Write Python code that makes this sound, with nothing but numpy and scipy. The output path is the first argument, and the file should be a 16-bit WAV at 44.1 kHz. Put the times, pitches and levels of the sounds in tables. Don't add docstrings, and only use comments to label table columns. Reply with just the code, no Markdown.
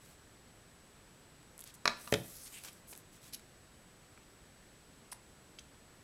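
import sys
import numpy as np
from scipy import signal
from scipy.fft import rfft, irfft
from scipy.io import wavfile
from scipy.ndimage import uniform_filter1d

SR = 44100
rng = np.random.default_rng(int(sys.argv[2]) if len(sys.argv) > 2 else 0)


def bounce(signal):
    frames = np.transpose(np.atleast_2d(signal))
    limited = np.clip(frames, -1, 1)
    pcm = np.round(limited * 32767).astype(np.int16)
    wavfile.write(sys.argv[1], SR, pcm)


N = 266099


# pitch_hz, level_db
HUM_SPECTRUM = [(15, -13), (28, -3), (64, -3), (105, -3), (150, -2.5), (320, -7.5), (480, -9.5),
                (900, -14.5), (1700, -15), (2400, -18.5), (4500, -21), (6500, -23.5), (9500, -24.5),
                (15800, -32.5)]
HUM_DB = -60.5
WHINE_HZ, SLIPS_PER_S = 7852, 29.97

# pitch_hz, t60_s
ROOM_DECAY = [(100, 0.39), (400, 0.21), (1500, 0.39), (4000, 0.44), (8000, 0.26), (15000, 0.038)]
# pitch_hz, level_db
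ROOM_COLOUR = [(100, 6), (400, 5), (1300, -2.5), (4000, -6), (8000, -6), (15000, 10.5)]
# delay_s, gain (plain factor)
ECHOES = [(.0046, -0.13), (.0064, -0.13), (.017, .125), (0.0199, -0.054)]
# pitch_hz, level_db
CLACK_WASH = [(200, -22), (600, 1), (850, -7), (1500, -2), (2300, -5), (3000, -7), (4200, -4), (5500, -9),
              (9000, -18), (15000, -23)]
# pitch_hz, level_db
THUMP_BOOM = [(50, -24), (80, -21), (125, -6), (250, -2), (450, -2), (700, -3), (900, -10), (2000, -40)]

# time_s, level_db
SLIDE_LEVEL = [(1.97, -67), (2.015, -58.5), (2.13, -56), (2.22, -59), (2.33, -55.5), (2.45, -54),
               (2.5, -56), (2.56, -54.5), (2.7, -63), (2.81, -71)]
# pitch_hz, level_db
PAPER_SPECTRUM = [(300, -19), (1000, -12), (2500, -11), (5000, -2), (8000, -1.5), (11500, -1),
                  (13500, -4.5), (15800, -6.5)]
FIZZ_DB, DULL_DB, DULL_FROM_S, DULL_S = 6, 5.5, 2.37, 0.12

# start_s, length_s, level_db, centre_hz, width_octaves
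SCUFFS = [(0, 0.17, -64, 7500, 2.5), (1.588, .04, -62, 11000, .9), (1.635, .015, -58, 11500, 0.56),
          (1.65, 0.071, -57.5, 4170, 1.5), (1.737, 0.024, -55.5, 8460, 0.71),
          (2.403, 0.083, -57.5, 9300, 0.29), (2.453, 0.035, -56.5, 4000, 1.2),
          (2.515, 0.11, -56.5, 2660, .48), (2.52, 0.065, -56, 7800, 0.27), (2.64, 0.029, -46.5, 3800, 7.8),
          (2.661, 0.042, -51, 2000, 2.9), (2.869, 0.085, -53.5, 10100, 0.76),
          (2.928, 0.0091, -47, 3220, 1.9), (2.948, 0.074, -62.5, 9500, 0.87),
          (3.112, 0.085, -64, 7000, 1.8), (3.206, 0.11, -59, 6200, 2), (3.359, 0.056, -70, 5500, 1.2)]
SCUFF_RISE, SCUFF_FALL = 0.24, 0.33

# start_s, level_db
SNAPS = [(1.5794, -36), (1.5924, -30.5), (1.6056, -30.5), (1.611, -33.5), (1.6403, -28.5), (1.676, -36.5),
         (2.731, -38.5), (2.9626, -40), (2.9766, -30.5)]
SNAP_HZ, SNAP_OCTAVES, SNAP_T60_S = 10600, 0.48, 0.0028
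# start_s, level_db, centre_hz, width_octaves, t60_s
TAPS = [(1.4299, -45, 2000, 1.3, 0.0038), (1.6227, -47.5, 3300, 0.49, 0.011),
        (2.1232, -24, 7500, 0.76, 0.0025), (2.1249, -22.5, 8500, .7, 0.0049),
        (2.1383, -26, 8500, 1.4, 0.0066), (2.637, -36, 4600, 5.6, 0.018), (2.928, -45.5, 1200, 1.6, 0.018),
        (2.952, -42, 5000, 2.4, .01), (3.395, -45.5, 3000, 2.8, .008), (4.1760, -47, 1500, .7, 0.016),
        (5.5874, -34, 3550, .32, 0.02), (5.592, -44, 6000, 0.69, 0.025)]

# pitch_hz, level_db
PEEL_SPECTRUM = [(710, -55), (1200, -31), (2050, -11.5), (2650, -7.5), (2860, -4), (3460, -11),
                 (3770, -3.5), (4880, -2.5), (8790, -10.5), (10900, -1.5), (15500, -13.5)]
PEEL_START_S, PEEL_LENGTH_S, PEEL_DB = 3.324, 0.031, -41.5
# pitch_hz, level_db
LANDING_SPECTRUM = [(1530, -44), (2600, -18), (3130, -7), (4190, -13), (5020, -3.5), (6660, -12),
                    (9680, 0.5), (15500, -20)]
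LANDING_START_S, LANDING_LENGTH_S, LANDING_DB = 5.1148, 0.02, -47
PEEL_RISE, LANDING_RISE, SCRAPE_FALL = 0.49, 0.15, 0.21
# pitch_hz, level_db, t60_s
CARD_TONES = [(1060, 3, .026), (2080, 0, 0.024)]
SEAT_START_S, SEAT_DB = 5.1248, -46.5

# start_s, shell_db, hardness_hz (higher pitches are weaker), thump_db,
# lowest_thump_hz, crack_db, lowest_crack_hz, highest_crack_hz
BLOWS = [(1.8554, -14, 2300, -36, 220, -25, 600, 14000), (1.8770, -14.5, 4000, -47, 220, -26, 1300, 12000),
         (2.0746, -33, 1800, -74, 220, -40.5, 900, 6000),
         (2.1254, -43, 1700, -18.5, 111, -22.5, 1100, 3000),
         (2.1393, -37, 3000, -32, 105, -20.5, 1500, 12000), (2.1415, -43, 2500, -30, 105, -27, 1500, 7000)]
# pitch_hz, level_db, t60_s
BOTTLE_TONES = [(670, -18, 0.046), (906, -9.5, 0.014), (1157, -11.5, 0.033), (1400, -8.8, .02),
                (1640, -3, 0.0093), (1980, -13.5, 0.024), (2320, -4.1, 0.01), (2510, -17.5, 0.042),
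                (3310, -22, 0.028), (3880, -5.5, .023), (4110, -2, .018), (4416, 2, 0.0051),
                (5420, 0.5, 0.014), (6500, -1.2, .0067), (7210, -8, .016)]
# pitch_hz, level_db, t60_s
TABLE_TONES = [(67.6, -37, .2), (116.3, -27, 0.38), (141, -16.5, .26), (178, -24, .28), (210, -19, 0.21),
               (256, -16, 0.17), (302, -17, 0.15), (340, -23.5, 0.27), (440, -4.5, 0.06),
               (482, -13.5, 0.11), (566, -12.5, 0.11), (615, -11.5, .06), (701, -32, .18), (875, -32, .046)]
# pitch_hz, level_db, t60_s
LASTING_TONES = [(239, -40.5, .33), (602, -36, 0.22), (997, -28, .27), (1178, -29, 0.5), (1217, -23, 0.15),
                 (1374, -32, .24), (1730, -26, .42), (2333, -41, .38), (2540, -36, .3), (3860, -31, .28),
                 (4045, -35, .28)]
# pitch_hz, level_db
CRACK_SPECTRUM = [(200, -40), (1000, 3.5), (1900, 7), (3300, 1.5), (5000, 0), (8000, -7), (12000, -11.5),
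                  (15500, -18)]


def gain_of(db):
    return 10 ** (np.asarray(db) / 20)


def evened(x):
    return x / np.sqrt(np.mean(x ** 2) + 1e-20)


def read(points, hz):
    point_hz, value = np.transpose(points)
    return np.interp(np.log(hz + 1), np.log(point_hz + 1), value)


def add(mix, start_s, sound):
    part = mix[max(round(start_s * SR), 0):][:len(sound)]
    part += sound[:len(part)]


def coloured(x, points):
    hz = np.fft.rfftfreq(len(x), 1 / SR)
    return evened(irfft(rfft(x) * gain_of(read(points, hz)), len(x)))


def band(x, centre_hz, octaves):
    hz = np.fft.rfftfreq(len(x), 1 / SR) + 1
    away = np.log2(hz / centre_hz) / octaves
    return evened(irfft(rfft(x) / (1 + away ** 2 / 2) ** 2, len(x)))


def low_cut(x, hz):
    return signal.sosfilt(signal.butter(2, hz, "high", fs=SR, output="sos"), x)


def high_cut(x, hz):
    return signal.sosfilt(signal.butter(2, hz, fs=SR, output="sos"), x)


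def fibres(size, per_s):
    grip_db = 2 * evened(uniform_filter1d(rng.standard_normal(size), size=160))
    clicks = rng.standard_normal(size) * gain_of(grip_db)
    return clicks * (rng.random(size) < per_s / SR)


def swell(length_s, rise, fall):
    done = np.arange(SR // 2) / SR / length_s
    return np.clip(np.minimum(done / rise, (1 - done) / fall), 0, 1)


def patchy(x, patchy_db):
    z = signal.stft(x, nperseg=512)[2]
    patches = rng.standard_normal(z.shape)
    for axis in (0, 1):
        patches = uniform_filter1d(patches, size=14, axis=axis)
    wandering = signal.istft(z * gain_of(patchy_db * evened(patches)), nperseg=512)[1]
    return evened(wandering[:len(x)])


def click(hz, octaves, t60_s):
    t = np.arange(SR // 20) / SR
    return band(rng.choice([-1., 1.], len(t)), hz, octaves) * gain_of(-60 * t / t60_s)


def ring(tones, t, hardness_hz, phases):
    out = np.zeros(len(t))
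    for phase, (hz, db, t60_s) in zip(phases, tones):
        softening = np.hypot(1, (hz / hardness_hz) ** 2)
        out += gain_of(db - 60 * t / t60_s) * np.sin(2 * np.pi * hz * t + phase) / softening
    return out


def room_tone(whine_db=-72, slip_rad=3.3):
    t = np.arange(N) / SR
    creep = (SLIPS_PER_S * t + rng.random()) % 1
    whine = np.sin(2 * np.pi * WHINE_HZ * t + slip_rad * creep)
    hum = coloured(rng.standard_normal(N), HUM_SPECTRUM)
    return gain_of(HUM_DB) * hum + gain_of(whine_db) * evened(whine)


def room(x, tail_db=-7.0, build_s=0.004):
    taps = rng.choice([-1., 1.], SR) * (rng.random(SR) < 1 / 8)
    hz, t, z = signal.stft(taps, SR, nperseg=256)
    decay_db = read(ROOM_COLOUR, hz)[:, None] - 60 * t / read(ROOM_DECAY, hz)[:, None]
    tail = signal.istft(z * gain_of(decay_db), SR, nperseg=256)[1][:SR]
    tail *= 1 - np.exp(-(np.arange(SR) / SR / build_s) ** 2)
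    response = gain_of(tail_db) * tail / np.linalg.norm(tail) / 2
    for delay_s, gain in ECHOES:
        add(response, delay_s, gain * np.array([1, 2, 1]) / 4)
    return signal.fftconvolve(x, response)[:N]


def wash(wash_db=-34, wash_t60_s=0.46, boom_db=-26.0, boom_t60_s=0.4, build_s=0.0028):
    out, t = np.zeros(N), np.arange(SR // 2) / SR
    build = 1 - np.exp(-t / build_s)
    for start_s, shell_db, _, thump_db, *_ in BLOWS:
        clack = coloured(rng.standard_normal(len(t)), CLACK_WASH)
        add(out, start_s, build * gain_of(shell_db + wash_db - 60 * t / wash_t60_s) * clack)
        boom = coloured(rng.standard_normal(len(t)), THUMP_BOOM)
        add(out, start_s, build * gain_of(thump_db + boom_db - 60 * t / boom_t60_s) * boom)
    return out


def ticks(trim_db=-4):
    out = np.zeros(N)
    for start_s, db in SNAPS:
        add(out, start_s, gain_of(db + trim_db) * click(SNAP_HZ, SNAP_OCTAVES, SNAP_T60_S))
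    for start_s, db, hz, octaves, t60_s in TAPS:
        add(out, start_s, gain_of(db + trim_db) * click(hz, octaves, t60_s))
    return out


def scuffs():
    out = np.zeros(N)
    for start_s, length_s, db, hz, octaves in SCUFFS:
        press = swell(length_s, SCUFF_RISE, SCUFF_FALL)
        rub = band(fibres(size=len(press), per_s=18000), hz, octaves)
        add(out, start_s, gain_of(db) * press * rub)
    return out


def slide(fizz_hz=10500):
    t = np.arange(N) / SR
    db = np.interp(t, *np.transpose(SLIDE_LEVEL), left=-np.inf, right=-np.inf)
    fizz_db = FIZZ_DB - DULL_DB * np.clip((t - DULL_FROM_S) / DULL_S, 0, 1)
    hiss = patchy(coloured(fibres(size=N, per_s=14000), PAPER_SPECTRUM), patchy_db=2.0)
    body = signal.sosfiltfilt(signal.butter(2, fizz_hz, fs=SR, output="sos"), hiss)
    fizz = hiss - body
    return gain_of(db) * (body + gain_of(fizz_db) * fizz)


def scrape(start_s, length_s, db, rise, spectrum):
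    out, press = np.zeros(N), swell(length_s, rise, SCRAPE_FALL)
    rub = coloured(fibres(size=len(press), per_s=17000), spectrum)
    add(out, start_s, gain_of(db) * press * rub)
    return out


def card_ring(hardness_hz=9000, knock_db=-43):
    peel = scrape(PEEL_START_S, PEEL_LENGTH_S, PEEL_DB, PEEL_RISE, PEEL_SPECTRUM)
    landing = scrape(LANDING_START_S, LANDING_LENGTH_S, LANDING_DB, LANDING_RISE, LANDING_SPECTRUM)
    out = peel + landing
    t = np.arange(SR // 10) / SR
    tones = ring(CARD_TONES, t, hardness_hz, np.zeros(len(CARD_TONES)))
    add(out, SEAT_START_S, gain_of(SEAT_DB) * tones)
    add(out, SEAT_START_S, gain_of(knock_db) * click(hz=1150, octaves=1, t60_s=0.023))
    return out


def bottle(crack_t60_s=0.017, crack_rise_s=0.000092, table_hardness_hz=1200, lead_rad=0.078):
    out, t = np.zeros(N), np.arange(SR // 2) / SR
    board = ring(TABLE_TONES, t, table_hardness_hz, np.full(len(TABLE_TONES), lead_rad))
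    opposite = np.pi * np.arange(len(BOTTLE_TONES))
    for start_s, shell_db, hardness_hz, thump_db, thump_low_hz, crack_db, crack_low_hz, crack_high_hz in BLOWS:
        thump = low_cut(board, thump_low_hz)
        shell = ring(BOTTLE_TONES, t, hardness_hz, opposite)
        lasting = ring(LASTING_TONES, t, hardness_hz, np.zeros(len(LASTING_TONES)))
        burst = gain_of(crack_db - 60 * t / crack_t60_s) * (1 - np.exp(-t / crack_rise_s))
        noise = coloured(rng.choice([-1., 1.], len(t)), CRACK_SPECTRUM)
        crack = high_cut(low_cut(burst * noise, crack_low_hz), crack_high_hz)
        add(out, start_s, gain_of(shell_db) * (shell + lasting) + gain_of(thump_db) * thump + crack)
    return out


def scene():
    near = bottle() + ticks() + scuffs() + card_ring() + slide()
    return (near + room(near) + wash() + room_tone())[None]


def record(dry, top_hz=14000, edge_hz=15950):
    soft = signal.sosfilt(signal.butter(3, top_hz, fs=SR, output="sos"), dry)
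    edge = signal.firwin(511, edge_hz, window=("kaiser", 9), fs=SR)
    return signal.oaconvolve(soft, edge[None], "same")


dry = scene()
out = record(dry)
bounce(out)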